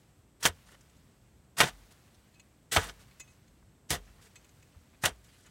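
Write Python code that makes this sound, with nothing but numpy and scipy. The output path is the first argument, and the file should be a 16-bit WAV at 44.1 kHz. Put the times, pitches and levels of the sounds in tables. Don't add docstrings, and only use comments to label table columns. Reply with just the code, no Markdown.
import sys
import numpy as np
from scipy import signal
from scipy.fft import rfft, irfft, next_fast_len
from scipy.io import wavfile

SR = 44100
rng = np.random.default_rng(int(sys.argv[2]) if len(sys.argv) > 2 else 0)


def materialize(psi):
    bounded = np.clip(np.atleast_2d(psi).T, -1, 1)
    quanta = np.round(bounded * 32767).astype(np.int16)
    wavfile.write(sys.argv[1], SR, quanta)


N = 242550


def undb(db):
    return 10 ** (np.asarray(db) / 20)


def level(x, db):
    return x * undb(db) / np.sqrt(np.mean(x ** 2))


def colour(x, spectrum):
    hz, db = np.transpose(spectrum)
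    size = next_fast_len(len(x))
    log_hz = np.log(np.arange(size // 2 + 1) * SR / size + 1)
    gain = undb(np.interp(log_hz, np.log(hz), db))
    return irfft(rfft(x, size) * gain, size)[:len(x)]


def ring(x, hz, t60_s):
    r, w = np.exp(-np.log(1000) / (t60_s * SR)), 2 * np.pi * hz / SR
    return signal.lfilter([0, r * np.sin(w)], [1, -2 * r * np.cos(w), r * r], x + 1e-18)


def grains(per_s, spread_db):
    count = min(int(per_s * N / SR), N // 16)
    where, tail, swing = rng.random((N // 16, 3))[:count].T
    out = np.zeros(N)
    out[(where * N).astype(int)] = (2 * swing - 1) * (1 - tail) ** (-spread_db * np.log(10) / 20)
    return level(out, 0)


def wander(per_s):
    knots = rng.standard_normal(N // 100)
    return np.interp(np.arange(N) * per_s / SR, np.arange(len(knots)), knots) / np.sqrt(2 / 3)


def fragments(spectrum, per_s, spread_db, cycles, patchy_db, patch_per_s):
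    out = 0
    for hz in 300 * 2 ** np.arange(0, 5.7, .4):
        knocks = grains(per_s * np.sqrt(hz / 2000), spread_db) * undb(patchy_db * wander(patch_per_s))
        out += np.sqrt(hz) * level(ring(knocks, hz, cycles / hz), 0)
    return level(colour(out, spectrum), 0)


# frequency in Hz, gain in dB.
AIR_SPECTRUM = [(15, -32.5), (25, -8.5), (59, 4.5), (141, 2), (796, -17), (4870, -32), (7110, -29.5),
                (8140, -22), (9320, -37.5), (12500, -32.5), (16000, -45)]


def air():
    noise = level(colour(rng.standard_normal(N), AIR_SPECTRUM), db=-62.5)
    rumble = signal.sosfilt(signal.butter(2, 250, fs=SR, output="sos"), noise)
    return noise + (undb(1.3 * wander(per_s=6.1)) - 1) * rumble


def insects():
    band = signal.butter(2, [7400, 8400], "band", fs=SR, output="sos")
    return level(signal.sosfilt(band, rng.standard_normal(N)), db=-86)


# start in seconds, level in dB, fade in dB per second.
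SLIDES = [(0, -71.5, 24), (0.499, -64.5, 13), (1.68, -63, 13.5), (2.9, -63.5, 15.5), (3.98, -66, 5),
          (5.1, -66, 28.5)]
# frequency in Hz, gain in dB.
CRUMB_SPECTRUM = [(200, -18), (600, -5), (2000, -5), (7000, -9.5), (15000, -14)]


def trickle():
    crumbs = fragments(CRUMB_SPECTRUM, 1800, spread_db=1.3, cycles=4.2, patchy_db=.71, patch_per_s=15)
    return crumbs * undb(slide_db(np.arange(N) / SR))


def slide_db(t):
    start_s, db, fade_db_per_s = np.transpose(SLIDES)
    latest = np.clip(np.searchsorted(start_s, t, "right") - 1, 0, None)
    return db[latest] - fade_db_per_s[latest] * (t - start_s[latest])


# start in seconds, level in dB, pitch in Hz, length in seconds.
TUMBLES = [(.683, -61.5, 1750, 0.019), (.713, -63, 1790, 0.027), (.742, -58.5, 1850, 0.014),
           (2.07, -69, 1610, 0.023), (2.132, -70, 5400, 0.031), (2.89, -47, 3100, 0.011),
           (3.623, -65.5, 977, .008), (4.063, -68.5, 1670, .05), (4.18, -65.5, 1160, 0.028),
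           (4.238, -72, 2320, 0.052), (4.738, -69.5, 1180, 0.024), (4.927, -69, 2190, .035),
           (5.238, -70, 7070, 0.019), (5.28, -68.5, 2860, 0.039), (5.327, -69, 2520, 0.051),
           (5.439, -67.5, 1836, .059)]


def tumbles(stray_count=14, stray_s=.014):
    out, knocks = np.zeros(N), grains(per_s=1200, spread_db=.45)
    strays = []
    for when, pitch in rng.random((stray_count, 2)):
        start_s = when * (N / SR - 2 * stray_s)
        hz = 2600 * 2 ** (.4 * (2 * pitch - 1))
        strays.append((start_s, slide_db(start_s) - 5, hz, stray_s))
    for start_s, db, hz, length_s in list(TUMBLES) + strays:
        at, size = int(start_s * SR), int(length_s * SR)
        patter = np.zeros(min(size + SR // 20, N - at))
        patter[:size] = (knocks[at:at + size] + .3) * np.hanning(size) ** .5
        stone = sum(ring(patter, hz * ratio, t60_s=26 / hz) for ratio in (.8, 1, 1.12, 1.6))
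        out[at:at + len(stone)] += stone * undb(db) * np.sqrt(size / np.sum(stone ** 2))
    return out


# frequency in Hz, gain in dB, t60 in seconds.
BLADE_MODES = [(2050, -8, .05), (2270, -7, .05), (2562, -5, .1), (2850, -7, .04), (3150, -7, .035),
               (3550, -6, .035), (4075, -3, .04), (4270, -5, .03), (4830, -10, .03), (5300, -15, .025),
               (5790, -14, .025), (6110, -8, .03), (6325, -7, .16), (6630, -4, .045), (6920, -2, .045),
               (7300, -4, .04), (7730, -6, .06), (8800, -12, .03), (10620, -16, .03)]
# start in seconds, peak in dB, skitter length in seconds,
# gain of the modes below 5 kHz in dB, t60 factor.
CLINKS = [(0.808, -52, .012, -16, 0.54), (0.896, -56, 0.0086, 1, .6), (.964, -57, 0.012, -9, 0.79),
          (2.338, -57, .025, 8, 1.5), (2.3967, -45.5, 0.01, -0.5, 0.79), (3.112, -49.5, 0.0047, 6, 0.53),
          (3.1972, -34.5, 0.019, -5, 1.1), (3.274, -53.5, 0.026, 5.5, 1.04), (3.299, -54, 0.054, -8, .4),
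          (3.477, -54, .008, 2.5, .52), (4.047, -58, 0.014, -2, 0.45), (4.356, -40, 0.015, 1, 0.9),
          (4.445, -48.5, 0.012, 2.5, 0.33), (4.487, -54, 0.011, -10, .6), (4.626, -47.5, 0.0064, 2, 0.49),
          (4.675, -54.5, 0.007, 3.5, .45), (5.461, -48.5, 0.013, 1, 0.51)]


def clinks(scatter_db=1.5, tick_db=-19):
    out = np.zeros(N)
    offsets_db = scatter_db * rng.standard_normal((len(CLINKS), len(BLADE_MODES)))
    skitter = .14 * grains(per_s=2500, spread_db=.71)
    for (start_s, db, length_s, low_db, t60_factor), mode_offsets_db in zip(CLINKS, offsets_db):
        at = int(start_s * SR)
        t = np.arange(min(SR // 5, N - at)) / SR
        taps = skitter[at:at + len(t)] * np.sqrt(np.clip(1 - t / length_s, 0, 1))
        taps[0] = .18
        steel = sum(undb(mode_db + low_db * (hz < 5000) + offset_db) * ring(taps, hz, t60_s * t60_factor)
                    for (hz, mode_db, t60_s), offset_db in zip(BLADE_MODES, mode_offsets_db))
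        tick = ring(taps, hz=8700, t60_s=.0015)
        clink = steel / np.abs(steel).max() + undb(tick_db) * tick / np.abs(tick).max()
        out[at:at + len(t)] += undb(db) * clink
    return out


# start in seconds, level in dB, pitch in Hz.
THUDS = [(.47, -34, 119), (0.487, -33.5, 84), (1.61, -32, 99), (1.698, -48, 46.7), (2.768, -17.5, 90.4),
         (2.8, -41, 49.5), (3.907, -32, 70.3), (3.961, -44, 46.9), (4.76, -42.5, 84.6), (5.046, -31, 85),
         (5.099, -44, 58)]


def thuds():
    out = np.zeros(N)
    for start_s, db, hz in THUDS:
        at = int(start_s * SR)
        push = np.hanning(int(SR / hz / 2))
        blow = np.zeros(min(SR, N - at))
        blow[:len(push)] = push / push.sum()
        out[at:at + len(blow)] += undb(db) * ring(blow, hz, t60_s=.13 * (85 / hz) ** 2.9)
    return out


# frequency in Hz, gain in dB, t60 in seconds.
BURIED_MODES = [(707.3, -3, 0.037), (930, -11, 0.0064), (1323, -7, 0.045), (1498, -2.5, .04),
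                (1865, -3, 0.047), (1986, -9.5, 0.033), (2860, -5, 0.014), (3170, -4.5, .03),
                (3580, -6.5, 0.025), (5840, -9.5, 0.036)]
# start in seconds, snap peak in dB, brightness in dB, relative ring in dB.
CRACKS = [(.454, -7, 0, -14), (1.6038, -12.5, -4, -6), (1.634, -22, -12, -6), (2.7647, -12, -2, -16),
          (2.7709, -12, -14, -12), (3.9065, -19, 0, -18), (5.0591, -11, -6, -16)]


def cracks(scatter_db=2):
    out, blow = np.zeros(N), signal.unit_impulse(SR // 5)
    flick = blow - np.roll(blow, 5)
    offsets_db = scatter_db * rng.standard_normal((len(CRACKS), len(BURIED_MODES)))
    for (start_s, db, bright_db, ring_db), mode_offsets_db in zip(CRACKS, offsets_db):
        snap = ring(flick, hz=3200, t60_s=.0018) + undb(bright_db) * ring(blow, hz=5800, t60_s=.002)
        body = sum(undb(mode_db + offset_db) * ring(blow, hz, t60_s)
                   for (hz, mode_db, t60_s), offset_db in zip(BURIED_MODES, mode_offsets_db))
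        at = int(start_s * SR)
        out[at:at + len(blow)] += undb(db) * (snap / np.abs(snap).max() + undb(ring_db) * body)
    return out


# frequency in Hz, gain in dB.
CLOD_SPECTRUM = [(90, -40), (200, -19.5), (480, -14.5), (700, -3), (1460, -5), (2800, -10), (4500, -20),
                 (8000, -24.5), (12000, -45.5)]


def clods():
    rattle = sum(undb(db) * level(ring(grains(per_s=500, spread_db=1.5), hz, t60_s), 0)
                 for hz, db, t60_s in BURIED_MODES)
    knocks = fragments(CLOD_SPECTRUM, 1200, spread_db=1.8, cycles=6.4, patchy_db=3.2, patch_per_s=120)
    return level(knocks + level(rattle, db=-3.5), 0)


# frequency in Hz, gain in dB.
EARTH_SPECTRUM = [(60, -25), (120, -0.5), (200, -1), (280, -11.5), (450, -2), (700, -19.5), (1500, -44.5)]
GRIT_SPECTRUM = [(470, -37), (800, -9), (1810, 1.5), (2470, -5), (3260, -0.5), (4630, -1.5), (8550, -1),
                 (14700, -12), (16000, -14)]
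# start, rise and length in seconds, clod and grit levels in
# dB.
LEAD_INS = [(0.392, 0.018, .034, -66, -55), (0.424, 0.0058, 0.046, -63, -31.5),
            (1.565, 0.0052, 0.017, -44, -44.5), (1.576, .009, 0.025, -36.5, -31.5),
            (2.711, 0.0095, 0.058, -40.5, -30.5), (3.886, 0.018, .014, -59, -39),
            (5.008, .024, .03, -67, -44.5)]
# start and clod t60 in seconds, clod, grit and earth levels in dB.
JOLTS = [(0.4543, 0.043, -22, -20.5, -44), (.464, .09, -31.5, -31, -36.5), (1.603, 0.087, -17.5, -20, -33),
         (1.632, 0.07, -29, -34.5, -33), (2.762, 0.081, -21, -32, -39), (2.777, 0.076, -34.5, -45, -33),
         (3.904, 0.15, -36.5, -27, -34), (5.037, 0.067, -30, -32.5, -36), (5.052, 0.098, -27, -26, -48),
         (5.073, 0.11, -42, -43.5, -43.5)]
# start and length in seconds, clod and grit levels in dB.
DRAGS = [(0.657, .09, -70, -65.5), (1.641, 0.046, -39.5, -43.5), (1.905, 0.02, -72, -62.5),
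         (2.78, 0.067, -41.5, -44), (2.848, 0.053, -50.5, -49.5), (2.988, 0.038, -67.5, -63.5),
         (3.918, 0.035, -39, -38.5), (4.208, 0.064, -76.5, -62.5), (5.236, .26, -79.5, -67.5)]


def crunch():
    power = np.zeros((3, N))
    for start_s, rise_s, length_s, clod_db, grit_db in LEAD_INS:
        power += burst_power(start_s, [grit_db - 16.5, clod_db, grit_db], length_s, rise_s, t60_s=.04)
    for start_s, t60_s, clod_db, grit_db, earth_db in JOLTS:
        power += burst_power(start_s, [earth_db, clod_db, grit_db],
                             length_s=.01, rise_s=.00056, t60_s=t60_s)
    for start_s, length_s, clod_db, grit_db in DRAGS:
        power += burst_power(start_s, [grit_db - 7, clod_db, grit_db], length_s, rise_s=.006, t60_s=.1)
    earth = level(colour(rng.standard_normal(N), EARTH_SPECTRUM), 0)
    grit = fragments(GRIT_SPECTRUM, 1500, spread_db=.8, cycles=7, patchy_db=2.8, patch_per_s=120)
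    return np.sum(np.sqrt(power) * [earth, clods(), grit], axis=0)


def burst_power(start_s, layers_db, length_s, rise_s, t60_s):
    at = int(start_s * SR)
    t = np.arange(min(SR // 2, N - at)) / SR
    swell = np.clip(t / rise_s, 0, 1) ** 2
    layer_t60_s = t60_s * np.array([[1.3], [1], [.68]])
    fall_db = -60 * np.clip(t - length_s, 0, None) / layer_t60_s
    power = np.zeros((3, N))
    power[:, at:at + len(t)] = (swell * undb(np.array(layers_db)[:, None] + fall_db)) ** 2
    return power


def pit(x, t60_s=.024, echo_db=-22.5):
    t = np.arange(SR // 4) / SR
    tail = rng.standard_normal(len(t)) * undb(-60 * t / t60_s) * (t > .003)
    tail = signal.lfilter([1], [1, -.6], tail)
    tail *= undb(echo_db) / np.sqrt(np.sum(tail ** 2))
    return x + signal.fftconvolve(x, tail)[:N]


def scene():
    digging = pit(crunch() + cracks() + clinks() + tumbles()) + thuds()
    return (digging + trickle() + air() + insects())[None]


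def record(dry, low_hz=38, top_hz=15900):
    bass_cut = signal.sosfilt(signal.butter(4, low_hz, "high", fs=SR, output="sos"), dry)
    return signal.sosfilt(signal.ellip(10, .2, 75, top_hz, fs=SR, output="sos"), bass_cut)


dry = scene()
out = record(dry)
materialize(out)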